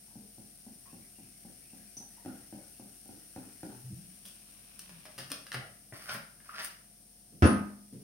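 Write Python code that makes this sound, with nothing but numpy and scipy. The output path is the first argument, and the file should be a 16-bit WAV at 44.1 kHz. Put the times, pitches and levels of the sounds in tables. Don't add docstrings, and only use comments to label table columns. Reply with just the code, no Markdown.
import sys
import numpy as np
from scipy import signal
from scipy.fft import rfft, irfft, next_fast_len
from scipy.io import wavfile
from scipy.ndimage import uniform_filter1d

SR = 44100
rng = np.random.default_rng(int(sys.argv[2]) if len(sys.argv) > 2 else 0)


def log_audio(samples):
    frames = np.atleast_2d(samples).T
    limited = np.clip(frames, -1, 1)
    pcm = np.round(limited * 32767).astype(np.int16)
    wavfile.write(sys.argv[1], SR, pcm)


N = 354123


def amp(db):
    return 10 ** (np.asarray(db) / 20)


def unit(x):
    return x / np.sqrt(np.mean(x ** 2) + 1e-20)


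def along(points, hz):
    point_hz, values = np.transpose(points)
    return np.interp(np.log(hz + 1), np.log(point_hz + 1), values)


def filtered(x, response):
    n = x.shape[-1]
    padded = next_fast_len(n + SR // 10)
    spectrum = rfft(x, padded) * response(np.fft.rfftfreq(padded, 1 / SR))
    return irfft(spectrum, padded)[..., :n]


def coloured(x, spectrum):
    return unit(filtered(x, lambda hz: amp(along(spectrum, hz))))


def snap(spectrum, tilt=((1, 0),), size=4096):
    hz = np.fft.rfftfreq(size, 1 / SR)
    magnitude = unit(amp(along(spectrum, hz))) * amp(along(tilt, hz))
    cepstrum = irfft(np.log(magnitude))
    fold = 1 + np.sign(size // 2 - np.arange(size))
    fold[0] = 1
    return irfft(np.exp(rfft(cepstrum * fold)))


def ring(hz, t60, rise=0):
    t = np.arange(int(t60 * SR * 2)) / SR
    phase = 2 * np.pi * hz * t * (1 + rise * t / t60 / 2)
    return np.sin(phase) * np.exp(-np.log(1000) * t / t60)


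def glide(length, start_hz, end_hz, rough_hz=0):
    n = int(length * SR)
    tremble = unit(uniform_filter1d(rng.standard_normal(n), size=40))
    hz = np.linspace(start_hz, end_hz, n) + rough_hz * tremble
    return signal.windows.tukey(n, .6) * np.sin(2 * np.pi * np.cumsum(hz) / SR)


def crackle(length, rate):
    t = np.arange(SR // 10) / SR
    present = rng.random(len(t)) < rate / SR
    ticks = present * rng.standard_normal(len(t)) * np.exp(-2 * t / length)
    ticks[0] = 1
    return ticks / np.linalg.norm(ticks)


def grains(rate, spread_db):
    present = rng.random((2, N)) < rate / SR
    size = rng.standard_normal((2, N))
    return present * size * amp(spread_db * rng.standard_normal((2, N)))


def swell(at_s, rise_s, release_s):
    t = np.arange(N) / SR - at_s
    return np.exp(np.minimum(t / rise_s, -t / release_s))


def add(out, s, x):
    part = out[..., max(round(s * SR), 0):][..., :x.shape[-1]]
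    part += x[..., :part.shape[-1]]


# (frequency [Hz], likeness [0-1])
LIKENESS = [(60, 0.7), (250, 0.9), (500, 0.67), (1000, 0.014), (16000, 0)]


def diffuse(pair):
    def mid_side(hz):
        angle = np.arccos(np.clip(along(LIKENESS, hz), -1, 1)) / 2
        return np.array([np.cos(angle), np.sin(angle)])
    mid, side = filtered(pair, mid_side)
    return np.array([mid + side, mid - side])


# (frequency [Hz], t60 [s])
KITCHEN_T60 = [(80, 0.39), (200, 0.53), (500, 0.46), (2000, 0.48), (6000, 0.4), (15000, 0.25)]


def kitchen(x, wet_db, lead_ms, left_db):
    hz, t, noise = signal.stft(rng.standard_normal((2, SR * 2 // 3)), SR, nperseg=256)
    colour = amp(along([(4000, 1.0), (10000, -3.5)], hz))[:, None]
    onset = (1 - np.exp(-t / 0.0025)) * colour
    decay = np.exp(-np.log(1000) * t / along(KITCHEN_T60, hz)[:, None])
    tail = diffuse(signal.istft(noise * onset * decay, SR, nperseg=256)[1])
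    out = amp(wet_db) * signal.fftconvolve(x[None], tail / np.linalg.norm(tail[0]), axes=1)
    sides = np.array([[.5], [-.5]])
    lag = np.maximum(-2 * sides * lead_ms, 0) / 1000
    direct = filtered(x, lambda f: np.exp(-2j * np.pi * f * lag))
    add(out, 0, direct)
    for delay, db in [(.0095, -13.5), (.0245, -16)]:
        add(out, delay, amp(db) * direct)
    return out * amp(sides * left_db)


# (frequency [Hz], level [dB])
ROOM_AIR = [(20, -48), (48, -16), (75, -5.5), (130, 0), (250, -3.5), (420, -13.5), (750, -12), (950, -22.5),
            (2500, -19), (4000, -19), (16000, -19)]
# (frequency [Hz], level [dB])
APPLIANCE_HUM = [(49, -67), (203, -67), (700, -76)]


def background():
    t = np.arange(N) / SR
    air = amp(-62.5) * coloured(diffuse(rng.standard_normal((2, N))), ROOM_AIR)
    left_db = [(1000, -1.5), (5000, -1.5), (9000, 4.5)]
    out = filtered(air, lambda hz: amp(np.array([[.5], [-.5]]) * along(left_db, hz)))
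    for hz, db in APPLIANCE_HUM:
        drift = np.cumsum(rng.standard_normal(N)) * 3 / np.sqrt(SR)
        out += amp(db) * np.sin(2 * np.pi * hz * t + drift)
    return out


# (frequency [Hz], level [dB])
FOAM_COLOUR = [(300, 8), (1000, -7.5), (1600, 2), (2800, 2), (4000, 0.5), (9000, 2), (16000, 2.5)]
# (delay [s], level [dB])
POT_REFLECTIONS = [(.0007, -17.5), (.0014, -20), (.0031, -13.5)]
FIZZ_DB, POUR_END_S = -59.5, 3.9
FOAM_GROWS_DB_PER_S, FOAM_SETTLES_DB_PER_S, FLAT_DB = 0.67, 3.5, -73


def fizz():
    t = np.arange(N) / SR - POUR_END_S
    change_db = np.minimum(FOAM_GROWS_DB_PER_S * t, -FOAM_SETTLES_DB_PER_S * t)
    level_db = np.maximum(FIZZ_DB + change_db, FLAT_DB)
    foam = coloured(grains(rate=7000, spread_db=-1.5), FOAM_COLOUR)

    def pot(hz):
        return 1 + sum(amp(db) * np.exp(-2j * np.pi * hz * delay) for delay, db in POT_REFLECTIONS)
    return amp(level_db) * unit(filtered(foam, pot)) * amp([[2], [-3.2]])


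# (time [s], level [dB], pitch [Hz])
BUBBLE_PINGS = [(.08, -65, 915), (.857, -57, 1055), (1.969, -43, 6030), (2.005, -56, 774),
                (2.17, -58.5, 880), (2.28, -53.5, 1400), (3.715, -53.5, 840)]
PING_T60_S, PING_RISE_HZ = 0.026, 167


def bubbles():
    trickle = np.zeros(N)
    for when, size, strength in rng.random(size=(70, 3)):
        chirp = ring(1500 * 2 ** size, 0.023, rise=0.16)
        add(trickle, .8 + 3 * when, amp(-71.5 + 11.3 * strength) * chirp)
    out = kitchen(trickle, wet_db=3.5, lead_ms=0, left_db=-5)[:, :N]
    for s, db, hz in BUBBLE_PINGS:
        ping = ring(hz, PING_T60_S, rise=PING_RISE_HZ / hz)
        add(out, s, amp(db) * kitchen(ping, wet_db=8.5, lead_ms=0, left_db=1.0))
    return out


# (time [s], level [dB])
GULPS = [(.156, -39.5), (0.382, -41), (.666, -39.5), (.930, -39), (1.186, -43), (1.450, -39.5),
         (1.733, -41.5), (1.969, -42), (2.25, -40), (2.26, -31.5), (2.526, -36.5), (2.797, -39.5),
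         (3.059, -47), (3.091, -40), (3.362, -32.5), (3.632, -31.5)]
# (time [s], flow [0-1])
POUR_FLOW = [(0, 0.27), (1.95, 0.24), (2.26, 0.98), (3.63, 1)]
# (frequency [Hz], level [dB])
SPLASH_COLOUR = [(300, -18), (1050, -16), (1450, -7.5), (2000, -17.5), (2600, -17), (4000, -25),
                 (9000, -31), (16000, -22.5)]
GULP_HZ, GULP_HZ_PER_FLOW, GULP_T60_S = 220, 65.4, 0.03
NECK_DB, NECK_DB_PER_FLOW = -16, 7.5
SPLASH_DB, SPLASH_DB_PER_FLOW, DROPLETS_DB = -12, 15.5, -5
BREAKUP_S, BREAKUP_DB = .07, -17.5
AIR_THUMP_DB, AIR_THUMP_T60_S = -18, 0.066


def glugs():
    out = np.zeros((2, N))
    cavity = signal.butter(3, [100, 1000], "bandpass", fs=SR, output="sos")
    for s, db in GULPS:
        flow = np.interp(s, *np.transpose(POUR_FLOW))
        hz = GULP_HZ + GULP_HZ_PER_FLOW * flow
        neck_db = NECK_DB + NECK_DB_PER_FLOW * flow
        splash_db = SPLASH_DB + SPLASH_DB_PER_FLOW * flow
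        gulp = np.zeros(SR // 2)
        add(gulp, 0, -ring(hz, GULP_T60_S, rise=0.1))
        add(gulp, 0, -amp(AIR_THUMP_DB) * ring(AIR_COLUMN_NOTE[0][1], AIR_THUMP_T60_S))
        add(gulp, 0, -amp(neck_db) * ring(748, 0.027, rise=0.12))
        add(gulp, 0, -amp(neck_db - 2.0) * ring(550, 0.021))
        add(gulp, .02, amp(-15.0) * ring(202.3, 0.18))
        for when, size in rng.random(size=(3, 2)):
            small_bubble = ring(hz * 2.37 ** size, 0.035, rise=0.11)
            add(gulp, 0.012 + BREAKUP_S * when, amp(BREAKUP_DB - 4.3 * size) * small_bubble)
        gulp = signal.sosfilt(cavity, gulp)
        splash = signal.fftconvolve(crackle(0.0027, rate=1400), snap(SPLASH_COLOUR))
        add(gulp, 0, amp(splash_db) * splash)
        droplets = signal.fftconvolve(crackle(0.25, rate=680), snap(SPLASH_COLOUR))
        add(gulp, .06, amp(splash_db + DROPLETS_DB) * droplets)
        add(out, s, amp(db) * kitchen(gulp, wet_db=0.5, lead_ms=0.11, left_db=0.5))
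    return out


# (frequency [Hz], level [dB])
BOTTLE_FOAM_COLOUR = [(500, -12), (1100, -5), (2000, -6), (2550, 2), (3300, -4), (3900, -5), (5000, -17),
                      (9000, -30)]
BOTTLE_FIZZ_DB, BOTTLE_FIZZ_AT_S = -61.5, 4.96


def bottle_fizz():
    foam = coloured(grains(rate=1500, spread_db=2), BOTTLE_FOAM_COLOUR)
    return amp(BOTTLE_FIZZ_DB) * swell(BOTTLE_FIZZ_AT_S, rise_s=0.81, release_s=0.4) * foam


# (time [s], pitch [Hz])
AIR_COLUMN_NOTE = [(3.83, 122.2), (3.95, 144.6), (4.03, 193.7), (4.87, 185.4), (5.02, 153.6), (5.27, 140.3),
                   (5.55, 126)]
# (time [s], length [s], level [dB])
AIR_BOOMS = [(3.70, 0.16, -57), (3.83, 0.08, -43.5), (3.95, 0.061, -44), (3.98, 0.198, -57.5),
             (4.24, 0.084, -61), (4.76, 0.14, -62), (4.885, 0.13, -51.5), (5.19, .09, -50),
             (5.542, 0.068, -42.5), (5.921, 0.023, -47), (6.113, 0.065, -53)]
# (time [s], length [s], level [dB], starting pitch [Hz])
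NECK_GURGLES = [(3.895, 0.051, -43, 210), (3.90, 0.065, -54.5, 351), (3.922, 0.022, -38.5, 125),
                (5.305, 0.036, -44, 299)]
GURGLE_SAG = 0.22


def slosh():
    out = np.zeros(N)
    for s, length, db in AIR_BOOMS:
        start_hz, end_hz = np.interp([s, s + length], *np.transpose(AIR_COLUMN_NOTE))
        add(out, s, amp(db) * glide(length, start_hz, end_hz, rough_hz=19))
    for s, length, db, hz in NECK_GURGLES:
        add(out, s, amp(db) * glide(length, hz, hz * (1 - GURGLE_SAG), rough_hz=23))
    return kitchen(out, wet_db=-10.0, lead_ms=0, left_db=0.5)[:, :N]


# (frequency [Hz], width [Hz], lift [dB])
CAP_RESONANCES = [(607, 76, 9.5), (1240, 400, 3), (1740, 350, 4), (2880, 380, 5.5), (4970, 270, 3.5)]


def shell(f):
    response = 1
    for hz, width, db in CAP_RESONANCES:
        damping = 1j * f * width
        response = response * (1 + (amp(db) - 1) * damping / (hz * hz - f * f + damping))
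    return response


# (frequency [Hz], level [dB])
PLASTIC_COLOUR = [(50, -30), (130, 5.5), (400, -6.5), (900, -8.5), (1400, -3.5), (3000, -6.5), (4200, -7),
                  (9000, -16.5), (16000, -10.5)]


def plastic(length, bass_db, treble_db):
    tilt = [(250, bass_db), (900, 0), (2000, 0), (8000, treble_db)]
    click = snap(PLASTIC_COLOUR, tilt=tilt)
    burst = filtered(signal.fftconvolve(crackle(length, rate=3500), click), shell)
    return kitchen(burst, wet_db=-0.24, lead_ms=-0.019, left_db=1.5)


# (time [s], level [dB], treble tilt [dB])
PLASTIC_SNAPS = [(4.793, -32, 14), (5.317, -12.5, 1.5), (5.467, -23, -7), (5.5185, -9, -14.5),
                 (6.093, -15.5, -13), (6.496, -29, -24), (6.648, -21.5, 4.5)]
SNAP_S, SNAP_BASS_DB = 0.0053, -11.5
# (time [s], level [dB], treble tilt [dB], length [s])
NECK_KNOCKS = [(4.894, -29, -1, 0.015), (5.054, -24, -5, 0.02), (5.18, -15.5, -0.5, 0.049),
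               (5.302, -21.5, -0.5, 0.016), (5.528, -24, 2, 0.021), (5.544, -8.5, -11, 0.013),
               (5.924, -20.5, -42, 0.0094), (6.113, -22, -11, 0.0068), (6.146, -14.5, -14, 0.014),
               (6.402, -32, -28, .008)]
KNOCK_BASS_DB = -0.5
WALL_TICK_S, WALL_TICK_DB, WALL_TICK_HZ, WALL_CRACKLE_DB = 4.254, -42.5, 3300, -35.5


def cap():
    out = np.zeros((2, N))
    tick = kitchen(ring(WALL_TICK_HZ, .009), wet_db=1.5, lead_ms=0, left_db=5.0)
    add(out, WALL_TICK_S, amp(WALL_TICK_DB) * tick)
    add(out, WALL_TICK_S, amp(WALL_CRACKLE_DB) * plastic(.07, bass_db=9, treble_db=17))
    for s, db, treble_db in PLASTIC_SNAPS:
        add(out, s, amp(db) * plastic(SNAP_S, SNAP_BASS_DB, treble_db))
    for s, db, treble_db, length in NECK_KNOCKS:
        add(out, s, amp(db) * plastic(length, KNOCK_BASS_DB, treble_db))
    return out


# (time at the tightest [s], rasp level [dB], rise [s],
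# level of the drag before it [dB], hiss level [dB])
CAP_TURNS = [(6.096, -39.5, 0.0075, -55, -43.5), (6.603, -40, 0.03, -63, -41)]
# (time [s], length [s], level [dB], start pitch [Hz], end pitch [Hz])
THREAD_SQUEAKS = [(5.05, 0.067, -57.5, 626, 630), (5.588, .11, -56, 599, 715),
                  (6.076, 0.061, -39.5, 1586, 1273), (6.081, 0.062, -56, 4970, 5200),
                  (6.491, 0.0072, -37, 1370, 1330), (6.52, 0.062, -45, 1195, 1594),
                  (6.567, 0.059, -48, 1507, 2000)]
# (frequency [Hz], level [dB])
RASP_COLOUR = [(100, -8.5), (400, -12.5), (650, -11), (950, -5), (1400, 0.5), (2000, -1), (3000, -7.5),
               (5000, -9), (10000, -31)]
# (frequency [Hz], level [dB])
HISS_COLOUR = [(1000, -15), (2600, -5), (3700, -3), (5000, -5), (7000, 2), (9500, 1.5), (12500, 10),
               (16000, 14)]
DRAG_S, RASP_RELEASE_S, SQUEAK_ROUGH_HZ = .16, 0.032, 110
HISS_LAG_S, HISS_RISE_S, HISS_RELEASE_S, DRAG_HISS_DB = 0.047, .032, 0.018, -2


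def thread():
    t = np.arange(N) / SR
    rasp_gain, hiss_gain = np.zeros((2, N))
    for s, db, rise_s, drag_db, hiss_db in CAP_TURNS:
        drag = amp(drag_db) * ((t > s - DRAG_S) & (t < s))
        rasp_gain += drag + amp(db) * swell(s, rise_s, RASP_RELEASE_S)
        slide_off = swell(s + HISS_LAG_S, HISS_RISE_S, HISS_RELEASE_S)
        hiss_gain += amp(DRAG_HISS_DB) * drag + amp(hiss_db) * slide_off
    slips = grains(rate=1700, spread_db=3)
    rasp = unit(filtered(coloured(slips[0], RASP_COLOUR), shell))
    rub = rasp_gain * rasp + hiss_gain * coloured(slips[1], HISS_COLOUR)
    for s, length, db, start_hz, end_hz in THREAD_SQUEAKS:
        add(rub, s, amp(db) * glide(length, start_hz, end_hz, rough_hz=SQUEAK_ROUGH_HZ))
    return kitchen(rub, wet_db=-3.5, lead_ms=-.11, left_db=1)[:, :N]


# (time [s], level [dB])
SPOON_KNOCKS = [(7.324, -33.5), (7.926, -26), (7.944, -33), (7.971, -35.5), (8.0, -31.5)]
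# (frequency [Hz], level [dB])
WOOD_COLOUR = [(40, -39), (125, 6.5), (260, -1), (450, -7.5), (700, -28), (1200, -32.5), (8000, -36)]


def spoon():
    out = np.zeros((2, N))
    for s, db in SPOON_KNOCKS:
        add(out, s, amp(db) * kitchen(snap(WOOD_COLOUR), wet_db=9, lead_ms=0.12, left_db=0.0))
    return out


# (time [s], level [dB], extra level of the crack [dB])
FOOT_STRIKES = [(7.423, 0, 1), (7.431, 6, -24), (7.4423, -6, 4.5), (7.454, -4, -3), (7.467, -1, -13.5)]
# (frequency
# [Hz], level re the strike [dB], t60 [s])
STRIKE_MODES = [(127, -37.5, 0.44), (193, -30.5, .5), (204.8, -30, 0.72), (233.5, -28, .3),
                (263.3, -31, 0.3), (309, -30.5, .33), (341.4, -38.5, 0.5), (435, -38, 0.19),
                (525, -43.5, 0.21), (598, -46, 0.12), (706, -43, 0.28), (875, -48, 0.46),
                (1250, -39, 0.33), (1297, -44, 0.29), (1550, -41, 0.42), (1765, -39, 0.21),
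                (2660, -37.5, 0.1), (2918, -52, 0.14)]
# (frequency [Hz], level [dB])
CRACK_COLOUR = [(40, -11), (100, -3.5), (160, -9.5), (270, 1.5), (450, -8.5), (650, -8), (900, -13),
                (1400, -9), (2200, -22), (2800, -25), (3800, -32), (6000, -35.5), (9000, -45.5),
                (16000, -47)]


def landing():
    boom, clatter, out = np.zeros(SR), np.zeros(SR), np.zeros((2, N))
    start = FOOT_STRIKES[0][0]
    for s, db, crack_db in FOOT_STRIKES:
        add(clatter, s - start, amp(db + crack_db - 0.5) * snap(CRACK_COLOUR))
        for hz, mode_db, t60 in STRIKE_MODES:
            add(boom, s - start, -amp(db + mode_db) * ring(hz, t60))
    swing = kitchen(glide(0.05, 86, 91), wet_db=-27.0, lead_ms=-0.39, left_db=-1.5)
    add(out, 7.419, -amp(-13.5) * swing)
    add(out, start, kitchen(boom, wet_db=-8.0, lead_ms=-0.28, left_db=0.5))
    add(out, start, kitchen(-clatter, wet_db=7, lead_ms=-0.396, left_db=0.5))
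    high_ring = glide(0.042, 10000, 9900, rough_hz=426)
    add(out, 7.45, amp(-50.0) * kitchen(high_ring, wet_db=6.5, lead_ms=0, left_db=10))
    return out


def scene():
    pouring = background() + fizz() + bubbles() + glugs()
    capping = bottle_fizz() + slosh() + cap() + thread()
    return pouring + capping + spoon() + landing()


# (frequency [Hz], level [dB])
MICROPHONE_RESPONSE = [(4000, -1), (5500, 7.5), (6800, -0.5), (7700, -2.5), (8500, 10), (9200, 17),
                       (10000, 9.5), (11000, 5), (15500, 0)]
TOP_HZ = 15870


def record(dry):
    thinned = signal.sosfilt(signal.butter(2, 35, "highpass", fs=SR, output="sos"), dry)
    return filtered(thinned, lambda hz: amp(along(MICROPHONE_RESPONSE, hz)) * (hz < TOP_HZ))


dry = scene()
out = record(dry)
log_audio(out)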